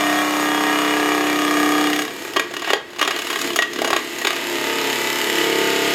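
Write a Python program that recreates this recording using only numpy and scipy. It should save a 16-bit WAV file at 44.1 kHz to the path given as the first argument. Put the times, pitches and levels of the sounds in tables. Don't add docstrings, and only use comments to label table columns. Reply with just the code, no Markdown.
import sys
import numpy as np
from scipy import signal
from scipy.fft import rfft, irfft, next_fast_len
from scipy.io import wavfile
from scipy.ndimage import map_coordinates

SR = 44100
rng = np.random.default_rng(int(sys.argv[2]) if len(sys.argv) > 2 else 0)


def transcribe(u):
    v = np.clip(np.atleast_2d(u).T, -1, 1)
    q = np.round(v * 32767).astype(np.int16)
    wavfile.write(sys.argv[1], SR, q)


def volts_from_db(level):
    exponent = np.asarray(level, float) / 20
    return 10 ** exponent


N = 261954
SECONDS = np.arange(N) / SR
SIZE = next_fast_len(N + SR // 2)
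HZ = np.fft.rfftfreq(SIZE, 1 / SR)

# frequency in Hz, level in dB.
MOTOR_COLOUR = [(15, -46), (25, -16), (76, -9), (175, -2), (344, -14), (489, -24), (531, -26.5), (887, -3),
                (3720, -13), (16000, -36)]
# frequency in Hz, time to fall 60 dB in seconds.
ROOM_DECAY = [(200, 0.38), (2000, 0.36), (10000, 0.16)]
RANGE_LIMITS = [0, 490, 1500, 4700, 30000]
# time in seconds, speed in turns per second.
SPINDLE = [(0.0, 33.27), (0.3, 33.29), (0.6, 33.34), (0.9, 33.36), (1.05, 33.31), (1.2, 33.2), (1.4, 33.14),
           (1.7, 33.21), (1.9, 33.26), (2.0, 33.29), (2.15, 35.2), (2.4, 35.09), (2.8, 35.08), (3.2, 35.19),
           (3.6, 34.86), (4.0, 35.08), (4.3, 34.98), (4.6, 34.95), (4.8, 34.8), (5.0, 34.97), (5.2, 35.13),
           (5.35, 34.78), (5.5, 34.49), (5.7, 34.28), (5.94, 34.2)]
# time in seconds, then bed thrum, bite, scrape and shaving hiss in dB.
CUT_LEVELS = [(0.0, -24, -28, -27.5, -32), (0.33, -25.5, -26, -29, -31.5), (0.61, -23.5, -24.5, -26, -32),
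              (1.01, -23, -29, -27, -33), (1.36, -24, -30.5, -28.5, -33.5), (1.65, -22, -30, -28.5, -32),
              (1.79, -22, -30, -29, -33), (1.88, -22, -31, -27, -33.5), (2.02, -26.5, -40, -32, -36),
              (2.08, -30, -46, -35, -42), (2.25, -38, -38, -36, -40), (2.36, -33.5, -42, -38, -46),
              (2.58, -42.5, -51, -40, -55), (2.7, -34.5, -38, -24, -41), (2.79, -50, -56, -46, -61),
              (3.03, -39, -40, -41, -50), (3.16, -35.5, -36, -28, -41), (3.21, -43, -42, -33, -40),
              (3.46, -27, -36.5, -28.5, -34.5), (3.64, -38, -47, -38, -48), (3.82, -30, -48, -31, -44),
              (3.94, -34.5, -45, -32.5, -42), (4.23, -33, -40, -30.5, -38.5),
              (4.38, -31.5, -31.5, -26, -38.5), (4.52, -27.5, -32, -26, -35),
              (4.81, -29.5, -31.5, -25, -35), (5.26, -30, -31.5, -26, -32.5),
              (5.39, -28.5, -28.5, -22.5, -32.5), (5.54, -27, -28.5, -23, -33),
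              (5.94, -26.5, -27, -21, -32)]
# time in seconds, angle in turns, swell in dB, knock on the tool in dB,
# tick in dB, thump in the bed in dB, memory of the ridges from 0 to 1.
HIGH_SPOT = [(0, 0.27, 7.5, -2, -11, -14, 0.97), (.6, 0.24, 0, -2.5, -8, -18, 0.98),
             (1.1, 0.28, 8.5, -1, -12, -17, 1), (1.5, .25, 8, 0.5, -5, -24, 0.77),
             (1.85, .25, 7.5, -2.5, -3, -17, .9), (2.1, 0.21, -1, -14, -5, -16, 0.67),
             (2.35, .18, 6, -7, -8, -17, 0.53), (2.45, 0.18, 5.5, -10, -14, -19, 0.44),
             (4.2, 0.18, 1.5, -22, -10, -8, 0.73), (4.45, 0.011, -7, -7, -2, -11, 0.93),
             (4.7, -0.015, 2.5, -4.5, -9, -10, 0.83), (4.95, 0.015, 6, -11.5, -5, -5, 0.9),
             (5.2, 0.03, 2, -3, -2, -9.5, 0.82), (5.45, -0.075, 2, -8.5, -8, -4, 0.96),
             (5.94, -0.077, -1, -12, -8, -1.5, 1)]
# start in seconds, peak in dB, knock in dB, hiss in dB,
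# decay time in ms, rise time in ms.
BITE_EVENTS = [(1.931, -12, -19, -13, 4.9, 1.2), (1.961, -13, -31, -9, 3.7, 0.84),
               (1.9908, -11, -13, -10, 4.8, 0.99), (2.0194, -16, -15, -9, 6.9, 1.1),
               (2.0503, -18.5, -17, -15, 5.5, 1.2), (2.0787, -19, -18, -18, 5.5, 1.2),
               (2.107, -21, -18, -25, 7, 1), (2.2505, -24.5, -14, -19, 5.5, 1.2),
               (2.279, -23.5, -9, -17, 6, 1.1), (2.3346, -22.5, -8, -6, 4.4, 1.2),
               (2.362, -12, -8.5, -15, 4.4, 1), (2.366, -5, -5, -22, 4.3, 0.95),
               (2.396, -5, -15.5, -14.5, 3.8, 1), (2.5098, -25, -7, -10, 5.5, 1.2),
               (2.5376, -19.5, -8, -9, 6.2, 1.2), (2.5658, -14, -7, -13, 5.1, 1),
               (2.5944, -21, -17, -10, 5.5, 0.99), (2.6194, -21, -4, -11, 6.2, 1.2),
               (2.6452, -15, -12, -19, 6.3, 1.2), (2.675, -13.5, -6.5, -18, 5.1, 1.1),
               (2.7025, -10, -2, -14, 5.8, 1.1), (2.7324, -4, -6, -18, 3.4, 1.6),
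               (2.9024, -33.5, -5, -9, 5.5, 1.2), (2.931, -30, -10, -13, 4.9, 1.2),
               (2.9614, -23, -22, -15, 5.5, 1.2), (2.9862, -18, -11, -13, 5, 1.1),
               (2.9931, -10.5, -12, -17, 5.9, 1.1), (3.013, -5, -10, -14, 6.4, 0.84),
               (3.027, -10.5, -10, -13, 4.2, 1.1), (3.0494, -15, -11, -14, 7, 1.1),
               (3.0756, -9, -9, -13.5, 5.5, 1.4), (3.1077, -8, -11, -14, 6, 1.1),
               (3.1626, -16, -12, -12, 5.5, 1.1), (3.1892, -17.5, -6, -9, 6.4, 1.4),
               (3.2194, -19.5, -14, -8, 4.6, 1.2), (3.245, -23, 0, -8, 5.5, 1.2),
               (3.27, -17, -15, -10, 5.5, 0.98), (3.3009, -12, -11, -10, 7.9, 1.2),
               (3.329, -16, -12, -13, 7, 1.4), (3.3578, -11, -15, -14, 4.5, 1.4),
               (3.3884, -21, -14.5, -3, 6.3, 1.2), (3.4138, -15.5, -14, -5, 6.9, 1.4),
               (3.4428, -17, -12, -9, 4.5, 1), (3.4724, -17.5, -15, -14.5, 4.8, 1.2),
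               (3.5033, -17, -16, -17, 5.5, 1.2), (3.5314, -17.5, -19, -12, 5.5, 1.1),
               (3.5598, -12, -6.5, -2.5, 6.1, 1.3), (3.5886, -5.5, -7, -17, 4.6, 1.1),
               (3.6212, -2, -25, -17.5, 4.2, 1.5), (3.7325, -17.5, -11, -8, 5.5, 1),
               (3.7596, -19, -9, -12, 5.5, 1.2), (3.7878, -14, -6, -16, 6.7, 1.2),
               (3.817, -13, -3, -10, 5.1, 1.3), (3.845, -11.5, -2, -9.5, 7.7, 1.2),
               (3.8745, -17, 1, -8, 7.4, 1.3), (3.903, -12.5, -3, -10.5, 6, 1.5),
               (3.9304, -5.5, -5, -16.5, 5.2, 1), (3.9627, -5, -11.5, -15, 4.9, 1.6),
               (4.1843, -20.5, -5, -3, 5.5, 1.1), (4.2138, -16.5, -9, -10, 6.2, 1.2),
               (4.2477, -13.5, -11, -19, 4.3, 1.2), (4.2485, -12, -3, -14, 4.3, 1.2),
               (4.2697, -6.5, -17, -14, 6.2, 1.4), (4.305, -12.5, -13, -13, 6.2, 1.2),
               (4.329, -15, -11, -13, 5.5, 1.2), (4.364, -14, -22, -11.5, 5.5, 1.1)]
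# shaft order, level in dB.
CHATTER_ORDERS = [(1, -49), (2, -70), (3, -58), (4, -31), (5, -29), (6, -18), (7, -23), (8, -26), (9, 0.5),
                  (10, -18), (11, -12), (12, -17), (13, -10), (14, -20), (15, -20)]
# frequency in Hz, width in Hz, level in dB.
FIRST_MODES = [(717, 160, 4), (934, 75, 1.5), (1155, 180, 3.5), (1666, 34, 3), (1880, 79, -1),
               (2373, 74, -1), (2880, 160, -3), (3307, 25, 1), (3560, 81, -7), (3880, 72, -19),
               (5220, 81, -17.5), (5610, 56, -57), (6550, 45, -24), (6610, 190, -15.5), (6820, 65, -10.5),
               (8240, 210, -17)]
SECOND_MODES = [(666, 110, 0.5), (900, 67, 4), (1230, 88, -3), (1945, 180, -0.5), (2947, 52, 1),
                (3240, 51, -10), (4840, 110, -26), (5200, 210, -11), (6520, 170, -10), (6850, 100, -5.5),
                (7400, 95, -6), (8000, 220, -24), (8700, 34, -27)]
STRUCK_MODES = [(402, 89, 4.5), (674, 160, 6.5), (1124, 184, 5), (1425, 25, -6), (1634, 61, 0),
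                (1902, 56, -0.5), (2530, 32, -9), (2882, 36, 0), (3230, 43, -3.5), (3530, 140, -11),
                (3800, 91, -14.5), (5130, 62, -16.5), (6510, 170, -13.5), (6780, 150, -11),
                (9700, 270, -27.5), (11300, 540, -22.5)]
# frequency in Hz, spectral level in dB.
FIRST_COLOUR = [(35, -70), (70, -46), (200, -21), (300, -10.5), (450, -13), (560, -21), (2000, -11),
                (4300, -27), (7000, -32), (9800, -38.5), (11600, -31), (12900, -39), (14600, -33),
                (16000, -54)]
SECOND_COLOUR = [(35, -62), (70, -35), (200, -13.5), (310, -0.5), (450, -2), (550, -15), (1000, -14),
                 (2900, -12), (5800, -24), (7000, -19.5), (9600, -26.5), (13300, -21), (15200, -29.5),
                 (16000, -49)]
STRUCK_COLOUR = [(88, -68), (150, -43), (291, 1.5), (662, -3), (821, 2.5), (1120, -5), (2920, -8),
                 (3160, -12.5), (16000, -30.5)]


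def rms(x):
    return np.sqrt(np.mean(x ** 2) + 1e-20)


def along(points, hz):
    f, v = np.transpose(points)
    return np.interp(np.log(hz + 1), np.log(f + 1), v)


def curves(rows):
    s, *columns = np.transpose(rows)
    return np.array([np.interp(SECONDS, s, column) for column in columns])


def wobble(rate):
    knots = rng.standard_normal(int(N * rate / SR) + 4)
    return map_coordinates(knots, [np.arange(N) * rate / SR])


def filtered(x, response):
    return irfft(rfft(x, SIZE) * response, SIZE)[..., :N]


def motor():
    whirr = filtered(rng.standard_normal(N), volts_from_db(along(MOTOR_COLOUR, HZ)))
    return volts_from_db(-45 + 0.8 * wobble(6)) * whirr / rms(whirr)


def shop(x):
    hz, t, z = signal.stft(rng.standard_normal(SR // 2), SR, nperseg=256)
    decay = volts_from_db(-60 * t / along(ROOM_DECAY, hz)[:, None])
    tail = signal.istft(z * decay, SR, nperseg=256)[1]
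    delayed = np.pad(x, (300, 0))
    return signal.fftconvolve(delayed, tail / np.linalg.norm(tail))[:N]


def body(broad, modes, broad_db, mode_db):
    power = volts_from_db(along(broad, HZ) + broad_db) ** 2
    for centre, width, db in modes:
        power = power + volts_from_db(db + mode_db) ** 2 / (1 + (2 * (HZ - centre) / width) ** 2) ** 2
    cepstrum = irfft(np.log(power + 1e-12) / 2, SIZE)
    cepstrum[1:SIZE // 2] *= 2
    cepstrum[SIZE // 2 + 1:] = 0
    return np.exp(rfft(cepstrum))


def layers(drive, gains, response):
    lowpass = [1 / (1 + (HZ / (hz + 1)) ** 8) for hz in RANGE_LIMITS]
    out = np.zeros(N)
    for low, high, gain in zip(lowpass, lowpass[1:], gains):
        part = filtered(drive, np.sqrt(np.abs(high - low)))
        out += filtered(gain * part, response) / rms(filtered(part, response))
    return out


def bites():
    gains = np.zeros((4, N + SR))
    t_ms = 1000 * (np.arange(SR // 10) / SR)
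    for s, db, knock_db, hiss_db, decay_ms, rise_ms in BITE_EVENTS:
        rise = 1 - np.exp(-(t_ms / max(rise_ms, 0.2)) ** 2)
        burst = np.exp(-t_ms / max(decay_ms, 1)) * rise
        levels = db + np.array([knock_db - 6, knock_db - 7.5, -6, hiss_db - 2.5])
        start = round(s * SR) - 30
        gains[:, start:start + len(t_ms)] += volts_from_db(levels)[:, None] * burst / burst.max()
    tearing = rng.standard_normal(N) * volts_from_db(1.67 * wobble(500))
    return layers(tearing, gains[:, :N], body(STRUCK_COLOUR, STRUCK_MODES, broad_db=0, mode_db=2.9))


def ridges(turns, life):
    size = 1280
    keep = np.exp(-1 / life)
    fresh = rng.standard_normal((int(turns[-1]) + 102, size))
    surface = signal.lfilter([np.sqrt(1 - keep ** 2)], [1, -keep], fresh, axis=0)
    surface = surface[100:]
    return map_coordinates(surface.ravel(), [turns * size])


def after(turns, angle, length):
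    lag = (turns - angle) % 1
    return np.exp(-lag / length) * (1 - np.exp(-lag / 0.01))


def blow(turns, angle):
    away = ((turns - angle + 0.5) % 1 - 0.5) * 1300
    return np.sinc(0.8 * away) * np.exp(-(away / 8) ** 2)


def chatter(turns):
    out = np.zeros(N)
    for order, db in CHATTER_ORDERS:
        tone = np.sin(2 * np.pi * (order * turns + rng.random()))
        out += volts_from_db(db + 0.38 * wobble(2.34)) * tone
    return out / rms(out)


def cutting(turns):
    angle, swell_db, knock_db, tick_db, thump_db, memory = curves(HIGH_SPOT)
    memory = np.clip(memory, 0, 1)
    level = volts_from_db(curves(CUT_LEVELS))

    coarse = 1 / (1 + (HZ / 3500) ** 2)
    repeated = filtered(ridges(turns, life=29.3), np.sqrt(coarse))
    kept = repeated + filtered(rng.standard_normal(N), np.sqrt(1 - coarse))
    tearing = rng.standard_normal(N) * volts_from_db(1.9 * wobble(300))
    drive = np.sqrt(memory) * kept + np.sqrt(1 - memory) * tearing / rms(tearing)

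    swell = after(turns, angle, 0.44) + 0.8 * after(turns, angle + 0.74, 0.069)
    swell_share = np.array([[0.3], [1.2], [0.7], [0.3]])
    offset_db = np.array([[-0.1], [-4], [-3], [-1.5]])
    gains = level * volts_from_db(swell_db * swell * swell_share + offset_db + 0.36 * wobble(15))
    tick = volts_from_db(tick_db + 12) * after(turns, angle, 0.049) * volts_from_db(2.1 * wobble(30))
    gains[2:] *= 1 + tick * np.array([[0.4], [0.9]])

    knocks = blow(turns, angle + 0.01) - 0.47 * blow(turns, angle + 0.61)
    knocks = knocks * volts_from_db(0.88 * wobble(30))
    knock_gains = level * volts_from_db([thump_db, knock_db, knock_db - 4, tick_db - 3])

    first = 1 / (1 + np.exp((SECONDS - 2.14) / 0.047))
    gains[0] *= 1 - 0.71 * first
    out = first * level[0] * volts_from_db(-0.5) * chatter(turns)
    first_body = body(FIRST_COLOUR, FIRST_MODES, broad_db=0.9, mode_db=-5.5)
    second_body = body(SECOND_COLOUR, SECOND_MODES, broad_db=-1.0, mode_db=-7.5)
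    for share, response in [(first, first_body), (1 - first, second_body)]:
        out += layers(drive, gains * share, response)
        out += layers(knocks, knock_gains * share, response)
    return out


def scene():
    turns = np.cumsum(curves(SPINDLE)[0]) / SR
    cut = cutting(turns)
    bite = bites()
    room = volts_from_db(-9.5) * shop(bite) + volts_from_db(-10) * shop(cut)
    return (motor() + room + bite + cut)[None]


def roll_off(x):
    return signal.sosfilt(signal.butter(12, 16720, fs=SR, output="sos"), x)


def record(dry):
    mix = filtered(dry, HZ < 16600)
    return roll_off(mix)


dry = scene()
out = record(dry)
transcribe(out)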